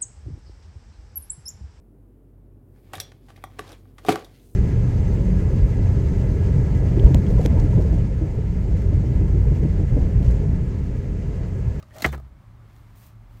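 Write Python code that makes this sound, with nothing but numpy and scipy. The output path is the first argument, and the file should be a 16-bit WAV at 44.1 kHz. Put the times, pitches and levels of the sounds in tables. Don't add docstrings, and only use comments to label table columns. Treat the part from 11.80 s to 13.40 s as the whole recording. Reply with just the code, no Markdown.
import sys
import numpy as np
from scipy import signal
from scipy.fft import rfft, irfft
from scipy.io import wavfile
from scipy.ndimage import uniform_filter1d

SR = 44100
rng = np.random.default_rng(int(sys.argv[2]) if len(sys.argv) > 2 else 0)


def magnitude_from_level(level_db):
    exponent = np.asarray(level_db, float) / 20
    return 10 ** exponent


def master_out(mix):
    frames = np.transpose(np.atleast_2d(mix))
    ceiling = np.clip(frames, -1, 1)
    pcm = np.round(ceiling * 32767).astype(np.int16)
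    wavfile.write(sys.argv[1], SR, pcm)


N = 70560

# pitch in Hz, strength in dB per Hz.
RUMBLE_SPECTRUM = [(12, -28), (20, -11.5), (117, -2), (156, -8), (172, -10), (419, -23), (476, -38),
                   (532, -26.5), (900, -31), (1170, -61.5), (1980, -120)]
# pitch in Hz, strength in dB per Hz.
AIR_SPECTRUM = [(290, -37.5), (500, -5.5), (800, -3.5), (1160, -0.5), (1510, -6.5), (2610, -15),
                (6500, -23.5), (16000, -27.5)]
# pitch in Hz, width in Hz, level in dB.
CABIN_HUMS = [(40.36, 4.7, -54.5), (67, 34, -56.5), (110.35, 7.3, -51.5), (2130, 260, -80)]
# pitch in Hz, level in dB, time to fade by 60 dB in seconds.
PANEL_TONES = [(1702, -6.5, .016), (2000, -4.5, 0.0098), (2150, -10, 0.012), (2394, -13, 0.011),
               (2680, -12, 0.01205), (2700, -17, 0.019), (2920, -17.5, .016), (3250, -19, 0.015),
               (3930, -25.5, .014)]
# pitch in Hz, level in dB, time to fade by 60 dB in seconds.
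BODY_TONES = [(150.4, -3.5, 0.11), (177.5, -19, 0.018), (250, -6, 0.027), (355, 0, 0.015),
              (456.5, -12.5, 0.1), (523, -7.5, 0.031), (690, -3, 0.015), (815, -2.5, .025),
              (1050, -10.5, 0.038), (1222, -4, 0.044), (1522, -21.5, .018)]
# pitch in Hz, strength in dB per Hz.
CRACK_SPECTRUM = [(1470, -8.5), (2500, -11), (4210, -3.5), (5110, -7), (6600, -4), (9730, -10.5),
                  (13000, -9.5), (16000, -10)]
# pitch in Hz, strength in dB per Hz.
THUD_SPECTRUM = [(150, -10), (350, 0.5), (600, -1.5), (1300, -3), (2200, -14), (3200, -26.5)]
# start in seconds, panel ring in dB, body knock in dB,
# crack in dB, crack tilt in dB per octave.
LATCH_CONTACTS = [(.0002, -51, -46.5, -54, -4), (.0262, -43.5, -51, -45.5, -5), (.1072, -45, -53, -58, -9),
                  (.1585, -57, -52, -56, -3), (.1648, -63, -41.5, -46.5, 5), (.1835, -59, -45.5, -36.5, -2),
                  (.198, -50, -45, -43.5, 0.5), (.2209, -29, -35.5, -25, 1), (.2242, -39, -34.5, -26, -5.5),
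                  (.2283, -43.5, -42.5, -40.5, 8.5), (.2418, -46.5, -47, -39.5, 2.5),
                  (.851, -83, -63, -68, -10), (.963, -62, -56, -56, -4)]
# start in seconds, panel ring in dB, body knock in dB,
# crack in dB, crack tilt in dB per octave.
DROP_CONTACTS = [(.2443, -29.5, -16, -24, -11), (.2474, -7, -15, -25.5, -20.5),
                 (.2505, -19, -18, -22.5, -10.5), (.2545, -16.5, -34, -27, -13.5),
                 (.2580, -32.5, -20, -32.5, -2), (.2615, -49, -22, -27.5, -1.5),
                 (.269, -32, -37, -42.5, -6), (.277, -50, -42.5, -41.5, -1), (.288, -62, -34.5, -44.5, -3),
                 (.3202, -64, -39, -42.5, 7), (.3265, -33.5, -37.5, -39, 4.5), (.3282, -39, -34.5, -47, 2),
                 (.3318, -29, -33, -54, -8), (.3345, -32.5, -28, -63, -1), (.339, -30, -40, -65, 7),
                 (.3425, -54, -43.5, -53, -10), (.3455, -51, -35, -37, -13), (.350, -58, -32, -51, -11),
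                 (.362, -58, -50, -59, -11), (.3775, -49, -38, -53, -5), (.3985, -60, -46, -54.5, 4)]
# time in seconds, rub level in dB, fizz level in dB.
SLIDE_LEVELS = [
    (.03, -84, -82),
    (.138, -65, -65),
    (.15, -50, -57),
    (.17, -49, -54),
    (.18, -48, -61.5),
    (.196, -50.5, -54.5),
    (.205, -45.5, -48.5),
    (.225, -51.5, -53),
    (.243, -41, -42),
]
# pitch in Hz, width in Hz, level in dB.
HANDLE_TONES = [(624.6, 83, 2), (705, 220, -3.5), (1187, 540, -6.5), (1820, 378, -11.5), (296, 180, -7)]
# pitch in Hz, strength in dB per Hz.
FIZZ_SPECTRUM = [(1180, -29), (2000, -4), (2910, 0), (6820, -3), (10300, -6), (15100, -9.5), (16000, -9)]
# start
# in seconds, length in seconds, peak in dB, pitch in Hz.
CHOKED_RINGS = [
    (.2437, .0032, -11, 2030),
    (.2474, .0046, -8, 1990),
    (.2515, .0042, -15, 2020),
    (.2468, .0045, -19, 1200),
    (.2455, .013, -21, 165),
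                (.0262, 0.01, -50.5, 614), (0.025, 0.012, -46.5, 1210), (.2202, 0.0038, -32, 4204),
             (.221, 0.0035, -39, 2732), (.2222, 0.0077, -31, 2030), (0.2246, .009, -31, 262),
             (0.2446, 0.0065, -24.5, 3250), (.249, 0.011, -32.5, 3031), (.250, 0.01462, -23, 336),
             (.249, 0.0068, -21, 1220), (.251, 0.017, -26, 690), (0.26, 0.01, -41.5, 1902),
             (0.327, .005, -36, 2120), (0.341, 0.003, -36.5, 560), (.344, 0.0046, -37.5, 1010),
             (0.392, 0.016, -48.5, 668), (.848, 0.011, -53.5, 392)]
# time in seconds, level in dB.
WOBBLE_LEVELS = [
    (.251, -45),
    (.262, -22),
    (.296, -28),
    (.35, -30),
    (.385, -33.5),
    (.425, -42.5),
    (.462, -39.5),
    (.485, -57),
    (.52, -49.5),
    (.56, -55.5),
]
# pitch in Hz, level in dB, extra level change in dB per second.
WOBBLE_TONES = [(69.2, -2.5, 11.5), (140.2, -8.5, -5.5), (220.8, -19, -18.5)]
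# time in seconds, level in dB, tilt in dB per octave (negative is duller).
SLEEVE_LEVELS = [(.84, -88.5, -1), (.90, -69.5, -8), (.96, -66, -4), (1.03, -70, -6), (1.148, -69, -6.5),
                 (1.162, -59.5, -2.2), (1.205, -60.5, 0.5), (1.235, -57, -4), (1.272, -57, 1),
                 (1.30, -65, -4.5), (1.34, -75, -5.5), (1.47, -86, 3), (1.53, -70, -2), (1.575, -67, -6),
                 (1.6, -68, 0)]
# pitch in Hz, strength in dB per Hz.
CLOTH_SPECTRUM = [(350, -19.5), (900, -8.5), (2540, -8.5), (5500, -10), (8500, -8.5), (11500, -6.5),
                  (15300, -2.5), (16000, -7.5)]
# pitch in Hz, gain in dB.
MIC_RESPONSE = [(5, -29), (26, -9.5), (36, 0.5), (9700, -1), (10400, -4), (11200, -0.5)]

RUMBLE_DB, AIR_DB = -53, -64.5
CONTACT_S, DETUNE, SCATTER_DB = 0.00063, 0.015, 2.5
CRACK_RISE_S, CRACK_T60, CRACK_TAIL_T60, CRACK_TAIL_DB = 0.0004, 0.014, 0.2, -21
THUD_DB, THUD_T60 = -7, 0.044
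SLIPS_PER_S, SLIP_SPREAD_DB = 1880, 0
CREAK_S, CREAK_RISE = 0.14, 0.68
SQUEAK_S, SQUEAK_LENGTH_S, SQUEAK_HZ, SQUEAK_DB, SQUEAK_SAG = 0.105, 0.024, 2050, -60, 0.16
RING_GLIDE, RING_SKEW = 0.06, 1.3
WOBBLE_TROUGH_S = 0.2645
WOBBLE_SAG_S, WOBBLE_SAG = 0.116, 0.064
PIN_S, PIN_HZ, PIN_DB, PIN_T60 = 0.284, 3560, -50.5, 0.2
ECHO_T60, ECHO_TREBLE_T60, ECHO_SPLIT_HZ, ECHO_DB = 0.1, 0.06, 840, -17
EDGE_HZ = 15780


def evened(x):
    return x / np.sqrt(np.mean(x ** 2) + 1e-20)


def coloured(x, points):
    f, db = np.transpose(points)
    hz = np.fft.rfftfreq(len(x), 1 / SR)
    curve_db = np.interp(np.log(hz + 1), np.log(f + 1), db, left=-80)
    return evened(irfft(rfft(x) * magnitude_from_level(curve_db), len(x)))


def level(rows, column=1):
    rows = np.asarray(rows)
    return magnitude_from_level(np.interp(np.arange(N) / SR, rows[:, 0], rows[:, column], left=-120, right=-120))


def add(mix, s, sound):
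    part = mix[round(s * SR):][:len(sound)]
    part += sound[:len(part)]


def resonate(x, hz, width):
    turn = np.exp(2j * np.pi * np.cumsum(hz * np.ones(len(x))) / SR)
    r = np.exp(-np.pi * width / SR)
    smooth = signal.lfilter([(1 - r) ** 2], [1, -2 * r, r * r], x / turn)
    return 2 * (turn * smooth).real


def slips(rate, spread_db):
    noise = rng.standard_normal(N)
    size = magnitude_from_level(spread_db * np.minimum(rng.exponential(1, N), 5))
    clicks = size * (rng.random(N) < rate / SR)
    return noise * (0.33 + clicks)


def cabin():
    swell = uniform_filter1d(rng.standard_normal(N), 3000)
    swell = evened(uniform_filter1d(swell, 3000))
    rumble = magnitude_from_level(RUMBLE_DB) * coloured(rng.standard_normal(N), RUMBLE_SPECTRUM)
    air = magnitude_from_level(AIR_DB + 0.86 * swell) * coloured(rng.standard_normal(N), AIR_SPECTRUM)
    hums = sum(magnitude_from_level(db) * evened(resonate(rng.standard_normal(N), hz, width)) for hz, width, db in CABIN_HUMS)
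    return rumble + air + hums


def ring(tones, t, scatter):
    hz, db, t60 = np.transpose(tones)[:, :, None]
    louder = SCATTER_DB * scatter[:len(tones), None]
    sharper = DETUNE * scatter[len(tones):2 * len(tones), None]
    x = magnitude_from_level(db + louder - 60 * t / t60) * np.sin(2 * np.pi * hz * (1 + sharper) * t)
    return (x[::2].sum(0) - x[1::2].sum(0)) * (1 - np.exp(-t / CONTACT_S))


def contacts(rows, body):
    out, t = np.zeros(N), np.arange(6000) / SR
    draws = rng.standard_normal((len(rows), len(t)))
    crack_fade = magnitude_from_level(-60 * t / CRACK_T60) + magnitude_from_level(CRACK_TAIL_DB - 60 * t / CRACK_TAIL_T60)
    crack_shape = crack_fade * (1 - np.exp(-t / CRACK_RISE_S))
    thud_shape = magnitude_from_level(THUD_DB - 60 * t / THUD_T60) * (1 - np.exp(-t / CONTACT_S))
    for (s, panel_db, body_db, crack_db, tilt), noise in zip(rows, draws):
        tilted = [(f, db + tilt * np.log2(f / 4000)) for f, db in CRACK_SPECTRUM]
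        crack = coloured(noise, tilted) * crack_shape
        thud = coloured(noise[::-1], THUD_SPECTRUM) * thud_shape
        knock = ring(body, t, noise[::-1]) / 2 + thud
        panel = ring(PANEL_TONES, t, noise)
        add(out, s, magnitude_from_level(panel_db) * panel + magnitude_from_level(body_db) * knock + magnitude_from_level(crack_db) * crack)
    return out


def choked_rings():
    out = np.zeros(N)
    for s, length, db, hz in CHOKED_RINGS:
        u = np.arange(0, 1, 1 / (length * SR))
        pitch = hz * (1 + RING_GLIDE * (u - 0.5))
        tone = np.sin(2 * np.pi * np.cumsum(pitch) / SR)
        add(out, s, magnitude_from_level(db) * np.sin(np.pi * u ** RING_SKEW) * tone)
    return out


def handle():
    t = np.arange(N) / SR
    drive = slips(SLIPS_PER_S, SLIP_SPREAD_DB)
    load = 1 + CREAK_RISE * np.clip(t - CREAK_S, 0, 0.08)
    rub = sum(magnitude_from_level(db) * evened(resonate(drive, hz * load, width)) for hz, width, db in HANDLE_TONES)
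    u = np.clip((t - SQUEAK_S) / SQUEAK_LENGTH_S, 0, 1)
    squeak_tone = evened(resonate(drive, SQUEAK_HZ * (1 - SQUEAK_SAG * u), 300))
    squeak = magnitude_from_level(SQUEAK_DB) * np.sqrt(np.sin(np.pi * u).clip(0)) * squeak_tone
    fizz = coloured(slips(3000, 2.66), FIZZ_SPECTRUM)
    return squeak + rub * level(SLIDE_LEVELS) + fizz * level(SLIDE_LEVELS, column=2)


def wobble():
    t = np.arange(N) / SR - WOBBLE_TROUGH_S
    swing = t - WOBBLE_SAG * np.maximum(t - WOBBLE_SAG_S, 0)
    boom = 0
    for hz, db, slope in WOBBLE_TONES:
        boom = boom - magnitude_from_level(db + slope * np.clip(t, 0, 0.3)) * np.cos(2 * np.pi * hz * swing)
    return np.sqrt(2) * boom * uniform_filter1d(level(WOBBLE_LEVELS), 400)


def pin():
    out, t = np.zeros(N), np.arange(6000) / SR
    fade = magnitude_from_level(PIN_DB - 60 * t / PIN_T60) * np.minimum(t / 0.0039, 1)
    add(out, PIN_S, fade * np.sin(2 * np.pi * PIN_HZ * t))
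    return out


def sleeve():
    grains = coloured(slips(8700, 1.4), CLOTH_SPECTRUM)
    hz, t, z = signal.stft(grains, SR, nperseg=256)
    times, _, slope = np.transpose(SLEEVE_LEVELS)
    tilt_db = np.interp(t, times, slope) * np.log2(hz[:, None] / 8000 + 0.1)
    return signal.istft(z * magnitude_from_level(tilt_db), SR, nperseg=256)[1][:N] * level(SLEEVE_LEVELS)


def reflections(near):
    t = np.arange(8000) / SR
    bounces = rng.standard_normal(len(t)) * (rng.random(len(t)) < 0.2) * (t > 0.003)
    low = signal.sosfilt(signal.butter(2, ECHO_SPLIT_HZ, fs=SR, output="sos"), bounces)
    tail = low * magnitude_from_level(-60 * t / ECHO_T60) + (bounces - low) * magnitude_from_level(-60 * t / ECHO_TREBLE_T60)
    return magnitude_from_level(ECHO_DB) * signal.fftconvolve(near, tail / np.linalg.norm(tail))[:N]


def scene():
    latch = contacts(LATCH_CONTACTS, BODY_TONES[2:])
    drop = contacts(DROP_CONTACTS, BODY_TONES)
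    near = latch + drop + choked_rings() + pin() + handle()
    return (near + reflections(near) + wobble() + sleeve() + cabin())[None]


def band_limit(x):
    return signal.sosfilt(signal.butter(12, 16150, fs=SR, output="sos"), x)


def record(dry):
    hz = np.fft.rfftfreq(N, 1 / SR)
    mic_db = np.interp(hz, *np.transpose(MIC_RESPONSE))
    limit_db = -70 * np.clip((hz - EDGE_HZ) / 250, 0, 1)
    mix = irfft(rfft(dry) * magnitude_from_level(mic_db + limit_db), N)
    return band_limit(mix)


dry = scene()
out = record(dry)
master_out(out)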